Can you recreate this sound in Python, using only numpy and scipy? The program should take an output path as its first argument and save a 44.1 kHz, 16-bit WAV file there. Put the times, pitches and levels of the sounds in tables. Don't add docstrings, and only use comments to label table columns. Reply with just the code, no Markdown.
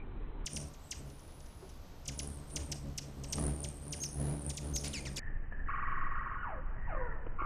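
import sys
import numpy as np
from scipy import signal
from scipy.io import wavfile

SR = 44100
rng = np.random.default_rng(int(sys.argv[2]) if len(sys.argv) > 2 else 0)


def volts_from_db(level):
    exponent = np.asarray(level, float) / 20
    return 10 ** exponent


def dump_mix(stems):
    frames = np.atleast_2d(stems).T
    limited = np.clip(frames, -1, 1)
    pcm = np.round(limited * 32767).astype(np.int16)
    wavfile.write(sys.argv[1], SR, pcm)


N = 328677



def at_hz(points, hz):
    points_hz, points_db = np.transpose(points)
    return np.interp(np.log(hz), np.log(points_hz), points_db)


def rms_one(x):
    return x / np.sqrt(np.mean(x ** 2) + 1e-20)


def in_time(rows, t):
    s, *columns = np.transpose(rows)
    return [np.interp(t, s, column) for column in columns]


def drift(t, rate):
    points = rng.standard_normal(4000)
    return np.interp((t - t[0]) * min(rate, 500), np.arange(4000), points)


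def fade(t, edge_s):
    return np.minimum(1, np.minimum(t - t[:1], t[-1:] - t) / edge_s)


def filtered_noise(t, low_hz, high_hz=None):
    white = rng.standard_normal(len(t))
    if high_hz is None:
        return signal.lfilter(*signal.butter(2, low_hz, fs=SR), white)
    return signal.sosfilt(signal.butter(2, [low_hz, high_hz], "band", fs=SR, output="sos"), white)


def banded_noise(t, spectrum, slow, patchy_db):
    out = 0
    edges = 12 * 2 ** np.arange(0, 10.5, .35)
    white = rng.standard_normal((2, len(t)))
    together = drift(t, 9 / slow)
    for i, (low, high) in enumerate(zip(edges, edges[1:])):
        band_filter = signal.butter(2, [low, high], "band", fs=SR, output="sos")
        band = signal.sosfilt(band_filter, white[i % 2])
        level_db = at_hz(spectrum, np.sqrt(low * high) * slow)
        out = out + band * volts_from_db(level_db + patchy_db * (together + drift(t, 20 / slow)))
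    return rms_one(out)


# f/Hz, level/dB (per Hz)
AIR = [
    [(8.2, -26), (14, 1.5), (42, -16.5), (178, -22), (392, -19.5), (574, -37), (823, -27), (3380, -50),
     (4300, -57), (5590, -78), (9460, -120)],
    [(8.2, -31), (14, 5.5), (43, 0.5), (66, 0), (134, -10.5), (447, -18), (931, -21.5), (1720, -30.5),
     (5410, -33.5), (8920, -45), (9740, -22.5), (12700, -54.5), (15600, -45.5)],
    [(8.2, -22.5), (14, 0.5), (42, -4.5), (107, -14), (506, -31), (1380, -35), (1820, -29.5), (2240, -50),
     (2880, -48.5), (3300, -66), (4290, -103), (7260, -120)],
]
AIR_DB = [-49, -50, -46]


def meadow_air(t, k):
    return volts_from_db(AIR_DB[k]) * banded_noise(t, AIR[k], 0.93, patchy_db=.7)


def insect_whine(t, slow):
    return volts_from_db(-81) * drift(t, 300) * np.sin(2 * np.pi * 12250 / slow * t)


# start t/s, loudest t/s, end t/s, f/Hz when loudest, level/dB
DASHES = [(-.04, -0, 0.048, 2445, -50), (0.046, .16, 0.34, 2490, -71), (.5, .552, 0.7, 9400, -44.5),
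          (.78, .85, 1.14, 8130, -62), (.94, 1.0, 1.02, 8480, -53), (2.11, 2.22, 2.37, 10240, -47.5),
          (2.23, 2.27, 2.53, 9070, -53.5), (2.47, 2.52, 2.84, 9370, -47), (2.99, 3.05, 3.72, 8800, -68),
          (3.25, 3.335, 3.48, 8840, -47), (3.359, 3.401, 3.69, 9860, -40.5), (3.57, 3.6, 3.84, 9275, -45),
          (3.81, 3.95, 4.23, 9620, -46), (4.06, 4.226, 4.55, 10270, -42.5), (4.399, 4.5, 4.64, 9350, -43.5),
          (4.62, 4.65, 4.75, 9750, -45), (4.74, 4.85, 5.19, 9785, -46.5), (5.16, 5.22, 5.47, 1842, -44.5),
          (5.51, 5.525, 5.9, 1765, -44.5), (5.66, 5.68, 7.8, 1964, -52.5), (5.74, 5.99, 6.25, 1904, -46),
          (6.17, 6.2, 6.2, 1888, -48), (6.76, 6.8, 7.33, 1915, -48), (6.87, 7.041, 7.25, 1875, -46)]
# t/s, f/Hz, level/dB
HOVER = [
    (1.05, 9620, -63.5),
    (1.4, 10100, -62),
    (1.7, 10070, -65),
    (1.78, 10100, -74),
]


def flights(k):
    rise_per_s, sag_per_s = [.02, .4, .08][k], [.05, .3, .15][k]
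    dash_scatter, hover_scatter = [1.1, 1.2, 0.614][k], 0.32
    out = []
    for start, loudest, end, hz, db in DASHES:
        first_hz = hz * (1 - rise_per_s * (loudest - start))
        last_hz = hz * (1 - sag_per_s * (end - loudest))
        rows = [(start, first_hz, db - 11.5), (loudest, hz, db), (end, last_hz, db - 14)]
        out.append((rows, dash_scatter))
    return out + [(HOVER, hover_scatter)]


# nearest t/s, lingers t/s, beat f/Hz as at true speed,
# hum level/dB, level/dB of the second order over the first
PASSES = [(.57, 0.084, 73, -48, 0), (1.03, 0.079, 70, -54, 3), (1.32, 0.068, 67, -64, 0.5),
          (1.66, 0.061, 77, -56, -9), (2.11, 0.038, 69, -47, -0.5), (2.25, .1, 72, -45.5, -3),
          (2.58, 0.051, 72, -44, -5), (2.72, 0.038, 72, -45.5, -1.5), (2.87, .05, 70, -44.5, -0.5),
          (3.05, 0.067, 72, -52.5, 4), (3.2, 0.076, 67, -50, 1), (3.43, 0.091, 73, -37, -4.5),
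          (3.64, 0.055, 73, -47.5, -1.5), (3.92, .14, 72, -52, 3), (4.25, 0.1, 72, -41, 0),
          (4.48, .04, 72, -48, 1), (4.68, 0.083, 72, -42.5, 0), (4.87, 0.06, 71, -44.5, -1.5),
          (5.08, 0.16, 67, -48, 1),
          (.1, .2, 69, -45, 3),
    (.42, .08, 62, -50, 10),
    (5.36, .15, 60, -43, 4),
    (5.66, .12, 66, -36, -3),
    (5.96, .2, 70, -37, -4),
    (6.62, .25, 66, -40, 0),
    (6.98, .2, 68, -41, 2),
    (7.38, .15, 68, -42, 1),
]


def passing(t, slow, k):
    here = [row for row in PASSES if t[0] <= row[0] <= t[-1]]
    s, lingers, beats, db, second_db = np.transpose(here)[:, :, None]
    away = (t - s) / (lingers * np.where(t < s, .6, 1))
    power = volts_from_db(2 * db) / (1 + np.abs(away) ** 3.5)
    second_power = power * volts_from_db(2 * second_db)
    first_level_db = 10 * np.log10(power.sum(axis=0))
    second_level_db = 10 * np.log10(second_power.sum(axis=0))
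    both_db = 10 * np.log10(((power + second_power) / 2).sum(axis=0))
    rest_db = -62
    efforts_db = []
    for rows, _ in flights(k):
        row_s, _, row_db = np.transpose(rows)
        efforts_db.append(np.interp(t, row_s, row_db, rest_db, rest_db))
    effort_db = np.maximum(np.max(efforts_db, axis=0), rest_db)
    both_db = both_db + 0.16 * (effort_db - rest_db)
    beat_hz = (power * beats).sum(axis=0) / power.sum(axis=0) / slow
    upper_db = both_db + [-12, -6.5, -15][k]
    wash_db = both_db + [-12, -10.5, -15][k]
    return beat_hz, first_level_db, second_level_db, upper_db, wash_db


# multiple of the beat, level/dB
UPPER_ORDERS = [(3, -1), (4, -2.5), (5, -11), (6, -11), (7, -15.5), (8, -9), (9, -12.5), (10, -19.5),
                (11, -16.5)]
# f/Hz, level/dB (per Hz)
DOWNWASH = [(88, -24.5), (150, -8), (178, -20), (282, -13.5), (318, -15.5), (353, -17.5), (3500, -46.5),
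            (4550, -84.5), (7700, -120)]


def wings(t, slow, k):
    beat_hz, first_db, second_db, upper_db, wash_db = passing(t, slow, k)
    phase = 2 * np.pi * np.cumsum(beat_hz * (1 + .012 * drift(t, 25 / slow))) / SR

    def order(multiple):
        strength = np.sqrt(2) * volts_from_db(3.8 * drift(t, 30 / slow))
        return strength * np.sin(multiple * phase + 1.13 * drift(t, 14 / slow))

    upper = rms_one(sum(volts_from_db(db) * order(multiple) for multiple, db in UPPER_ORDERS))
    puffs = 1 + 0.3 * np.cos(phase)
    wash = rms_one(banded_noise(t, DOWNWASH, slow, patchy_db=2.0) * puffs)
    rub = filtered_noise(t, 3380 / slow, 8500 / slow)
    rustle = rms_one(rub * np.exp(.7 * np.cos(phase)))
    hum = volts_from_db(first_db) * order(0.97) + volts_from_db(second_db) * order(2) + volts_from_db(upper_db + 0.5) * upper
    return hum + volts_from_db(wash_db + 5.5) * wash + volts_from_db(upper_db - 17.5) * rustle, phase


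def trill(t, phase, slow, k):
    out = np.zeros(len(t))
    beat_number = (phase / (2 * np.pi) + .5).astype(int)
    luck = rng.standard_normal((600, 2))[beat_number]
    burst = np.exp(5.4 * (np.cos(phase) - 1))
    shimmer = rms_one(filtered_noise(t, 400 / slow))
    gusts = volts_from_db(1.8 * drift(t, 150 / slow))
    for rows, scatter in flights(k):
        on = (t > rows[0][0]) & (t < rows[-1][0])
        hz, level_db = in_time(rows, t[on])
        glide = 1 + scatter * (.018 * luck[on, 1] - .03 * np.sin(phase[on]))
        tone = np.sin(2 * np.pi * np.cumsum(hz * glide) / SR)
        flutter = 1.01 * burst[on] * volts_from_db(5.0 * scatter * luck[on, 0]) * tone
        other_tone = np.sin(2 * np.pi * np.cumsum(hz * (1 - 0.03 * scatter)) / SR)
        other = (shimmer * gusts)[on] * other_tone
        out[on] += volts_from_db(level_db + 1.5) * fade(t[on], .006) * (flutter + .55 * other)
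    return out


EAVE_DB = [-6, -8, -1]
WET_DB = [-3, 3, 4.5]


def echoes(x, slow, k):
    eave_t60_s, wall_t60_s, wall_lag_s, post_lag_s = .045, 0.28, 0.016, 0.0043
    lag = np.arange(int(.3 * slow * SR)) / SR / slow
    grain = rng.standard_normal((2, len(lag)))
    eave = volts_from_db(EAVE_DB[k]) * grain[0] * volts_from_db(-60 * lag / eave_t60_s) * (lag > .0012)
    eave = eave / np.sqrt(eave_t60_s * slow * SR / 14)
    late = lag - wall_lag_s
    wall = volts_from_db(-11 + WET_DB[k]) * grain[1] * volts_from_db(-60 * late / wall_t60_s) * np.clip(late / 0.021, 0, 1)
    wall = wall / np.sqrt(wall_t60_s * slow * SR / 14)
    eave[round(post_lag_s * slow * SR)] += volts_from_db(-12.5)
    return signal.fftconvolve(x, eave + wall)[:len(x)]


OVERTONES_DB = [1.5, -6, -9.5, -16, -30]
# f/Hz, level/dB
THROAT = [(1200, -24.5), (2600, -11.5), (3900, -10), (5000, -2), (6100, 0), (7300, -4), (8500, -6),
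          (11000, -8), (16000, -20.5)]


def voice(hz, level_db, slow, bright_db, rough):
    shake = rng.standard_normal((2, len(hz) + 400))
    shake = signal.lfilter(*signal.butter(2, 900 / slow, fs=SR), shake)[:, 400:]
    shake = shake * np.sqrt(slow * SR / 2000)
    phase = 2 * np.pi * np.cumsum(hz * (1 + .09 * rough ** 2 * shake[0])) / SR
    tones = 0
    for multiple, db in enumerate(OVERTONES_DB, 1):
        true_hz = multiple * hz * slow
        tone_db = db + bright_db * (multiple > 1) + at_hz(THROAT, true_hz)
        tones = tones + volts_from_db(tone_db) * np.sin(multiple * phase) * (true_hz < 17000)
    return volts_from_db(level_db) * (1 + 0.83 * rough * shake[1]) * tones


# t/s, peak level/dB, times longer, share of the usual pitch, overtones level/dB
CHIPS = [(0.4635, -29, 1.15, 1.03, -3.5), (0.563, -31.5, 1.03, 0.96, -1.1), (0.7384, -51.5, 1.34, 1.1, -2),
         (0.913, -30.5, 1.36, 1, -3), (1.101, -52.5, 0.73, 1.05, -12), (1.194, -54, 1.1, 1.03, -5.2),
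         (1.4043, -48.5, 0.52, 1.1, -12), (1.462, -54.5, 1.01, 0.99, -7), (1.6933, -53, 1, 1, 2),
         (2.0571, -43, 1.1, 0.96, -4), (2.0806, -30, 1.14, 1.06, -2.3), (2.1918, -30, 0.98, 1.04, -2.5),
         (2.501, -54, 1.09, 1.2, -2.2), (2.561, -28.5, 1.02, 1.04, -1.5), (2.7181, -31.5, 0.87, 0.92, 4.5),
         (2.979, -31.5, 0.9, 0.93, 4), (3.2386, -39.5, 0.98, 0.97, 0), (3.3262, -30, 0.91, 0.99, 5.5),
         (3.6403, -34.5, 1.23, 1.07, -4), (3.926, -32, 1.33, 1.04, -2), (4.0351, -32, 0.65, 0.91, 1),
         (4.496, -35.5, 1.11, 1.15, 2.5), (4.571, -33, 1.14, 1.166, -0.5), (4.7586, -30, 0.58, 1.19, 7)]
# t/s from its onset, f/Hz, level/dB
CHIP_SHAPE = [
    (-.004, 9050, -10.5),
    (-.002, 8290, -8),
    (.0005, 6048, -2.5),
    (.003, 4272, -9),
    (.005, 3134, 1),
    (.009, 2300, -4),
    (.015, 1680, -6.5),
    (.019, 1485, -9.5),
]


def chips(t, slow):
    out = np.zeros(len(t))
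    for s, db, longer, share, bright_db in CHIPS:
        on = (t > s + longer * CHIP_SHAPE[0][0]) & (t < s + longer * CHIP_SHAPE[-1][0])
        hz, shape_db = in_time(CHIP_SHAPE, (t[on] - s) / longer)
        out[on] += voice(share * hz, db + shape_db + 0.5, slow, bright_db, rough=.17)
    return out


# t/s, length t/s, attack t/s, release t/s, level/dB
WARBLES = [
    (0.496, .195, 0.028, 0.069, -53.5),
    (5.662, .75, .03, .07, -38.5),
    (7.381, 0.15, .01, 0.033, -37.5),
]
# swings per s, low f/Hz, high f/Hz, overtones level/dB
WARBLE_TONES = [
    (100, 5500, 9700, -12),
    (21.51, 1088, 1930, 1),
    (67, 1076, 1442, -1.5),
]


def warbles(t, slow):
    out = np.zeros(len(t))
    uneven_swing, uneven_level = drift(t, 110 / slow), drift(t, 160 / slow)
    for (s, length, attack, release, level_db), tones in zip(WARBLES, WARBLE_TONES):
        rate, low_hz, high_hz, bright_db = tones
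        on = (t > s) & (t < s + length)
        age = t[on] - s
        edge_db = -14.5 * np.clip(1 - np.minimum(age / attack, (length - age) / release), 0, 1)
        swings = rate * age * (1 - .07 * age / 2)
        swing = .5 + .5 * np.cos(2 * np.pi * swings - 1.2 + .25 * uneven_swing[on])
        hz = low_hz + (high_hz - low_hz) * swing ** 1.15
        db = level_db + edge_db - 4.5 * age + 2.5 - 3.8 * swing + 0.91 * uneven_level[on]
        dulled_db = bright_db + edge_db / 2 - 7.5 * age
        out[on] += voice(hz, db, slow, dulled_db, rough=.38 + .15 * age)
    return out


# t/s, peak level/dB, ring f/Hz, t60 t/s, rattle level/dB
KNOCKS = [
    (1.627, -44, 377.8, 0.17, -13),
    (3.383, -38, 1220, 0.025, -4.5),
    (5.522, -59, 433, 0.049, 11.5),
    (6.502, -46.5, 300.6, 0.017, 6),
    (7.266, -46.5, 300, 0.046, 6.5),
    (7.417, -44, 327, 0.066, 6.5),
]


def knocks(t):
    out, white = np.zeros(len(t)), rng.standard_normal(len(t))
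    for s, db, hz, t60, rattle_db in KNOCKS:
        age = np.maximum(t - s, 0)
        ring = np.sin(2 * np.pi * hz * age)
        rattle = rms_one(signal.lfilter(*signal.butter(2, 2.4 * hz, fs=SR), white))
        out += (t > s) * volts_from_db(db - 60 * age / t60) * (ring + volts_from_db(rattle_db) * rattle)
    return out


# (t/s, length t/s, top f/Hz, end f/Hz, level/dB)
SLURS = [
    ((.55, -1.5, 0, .26, -2, -6), [(4.001, .067, 6500, 5030, -41.5), (4.736, .054, 6500, 4770, -40)]),
    ((.24, 1.1, 0, .45, -5, -16), [(6.37, .23, 1465, 471, -44)]),
    ((0, 1.5, 0, 1.4, 2, -10), [(4.835, .06, 3250, 2200, -55)]),
    ((0, 3.5, .3, .5, -5, -16), [(5.051, .046, 3500, 1610, -48)]),
    ((0, 3.5, .1, .5, 1, -10), [(5.159, .036, 8290, 2200, -45)]),
    ((0, 11.0, .38, .5, -3, -10), [(4.929, .069, 4940, 2050, -46)]),
    ((0, 6.0, .15, .55, -3, -14), [(6.865, .325, 1150, 435, -48)]),
]


def slurs(t, slow):
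    out = np.zeros(len(t))
    for (held, bend, sag, rough, bright_db, fade_db), rows in SLURS:
        for s, length, top_hz, end_hz, level_db in rows:
            on = (t > s) & (t < s + length)
            done = (t[on] - s) / length
            loudest = max(held, .18)
            falling = np.clip((done - held) / (1 - held), 0, 1)
            fall = (1 - sag) * np.expm1(-bend * falling) / np.expm1(-bend) + sag * falling
            climb = 1 - .06 * np.clip(1 - 2 * done / (held + 1e-9), 0, 1) ** 2
            hz = top_hz * (end_hz / top_hz) ** fall * climb
            swell = -5.5 * np.clip(1 - done / loudest, 0, 1)
            dying = fade_db * np.clip((done - loudest) / (1 - loudest), 0, 1) ** 1.5
            db = level_db + swell + dying + 3.0 - at_hz(THROAT, hz * slow)
            out[on] += fade(t[on], 0.0022 * slow) * voice(hz, db, slow, bright_db, rough)
    return out


# start t/s, end t/s, times slower, top of the sound f/Hz
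PASSAGES = [
    (0, .4525, 4, 4130),
    (.4525, 5.195, 1, 15450),
    (5.195, 7.453, 5, 3090),
]


def scene():
    parts = []
    for k, (start, end, slow, top_hz) in enumerate(PASSAGES):
        t = np.arange(round(start * SR), min(round(end * SR), N)) / SR
        hum, phase = wings(t, slow, k)
        tips = trill(t, phase, slow, k)
        birds = chips(t, slow) + warbles(t, slow) + slurs(t, slow)
        whole = meadow_air(t, k) + insect_whine(t, slow) + hum + tips + birds + knocks(t)
        whole = whole + echoes(birds + 0.3 * tips, slow, k)
        top_filter = signal.ellip(10, .5, 70, top_hz, fs=SR, output="sos")
        parts.append(signal.sosfilt(top_filter, whole))
    return np.concatenate(parts)[None, :N]


def roll_off(x):
    return signal.sosfilt(signal.butter(12, 15720, fs=SR, output="sos"), x)


def record(dry):
    mix = dry + volts_from_db(-94.5) * rng.standard_normal(dry.shape)
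    return roll_off(mix)


dry = scene()
out = record(dry)
dump_mix(out)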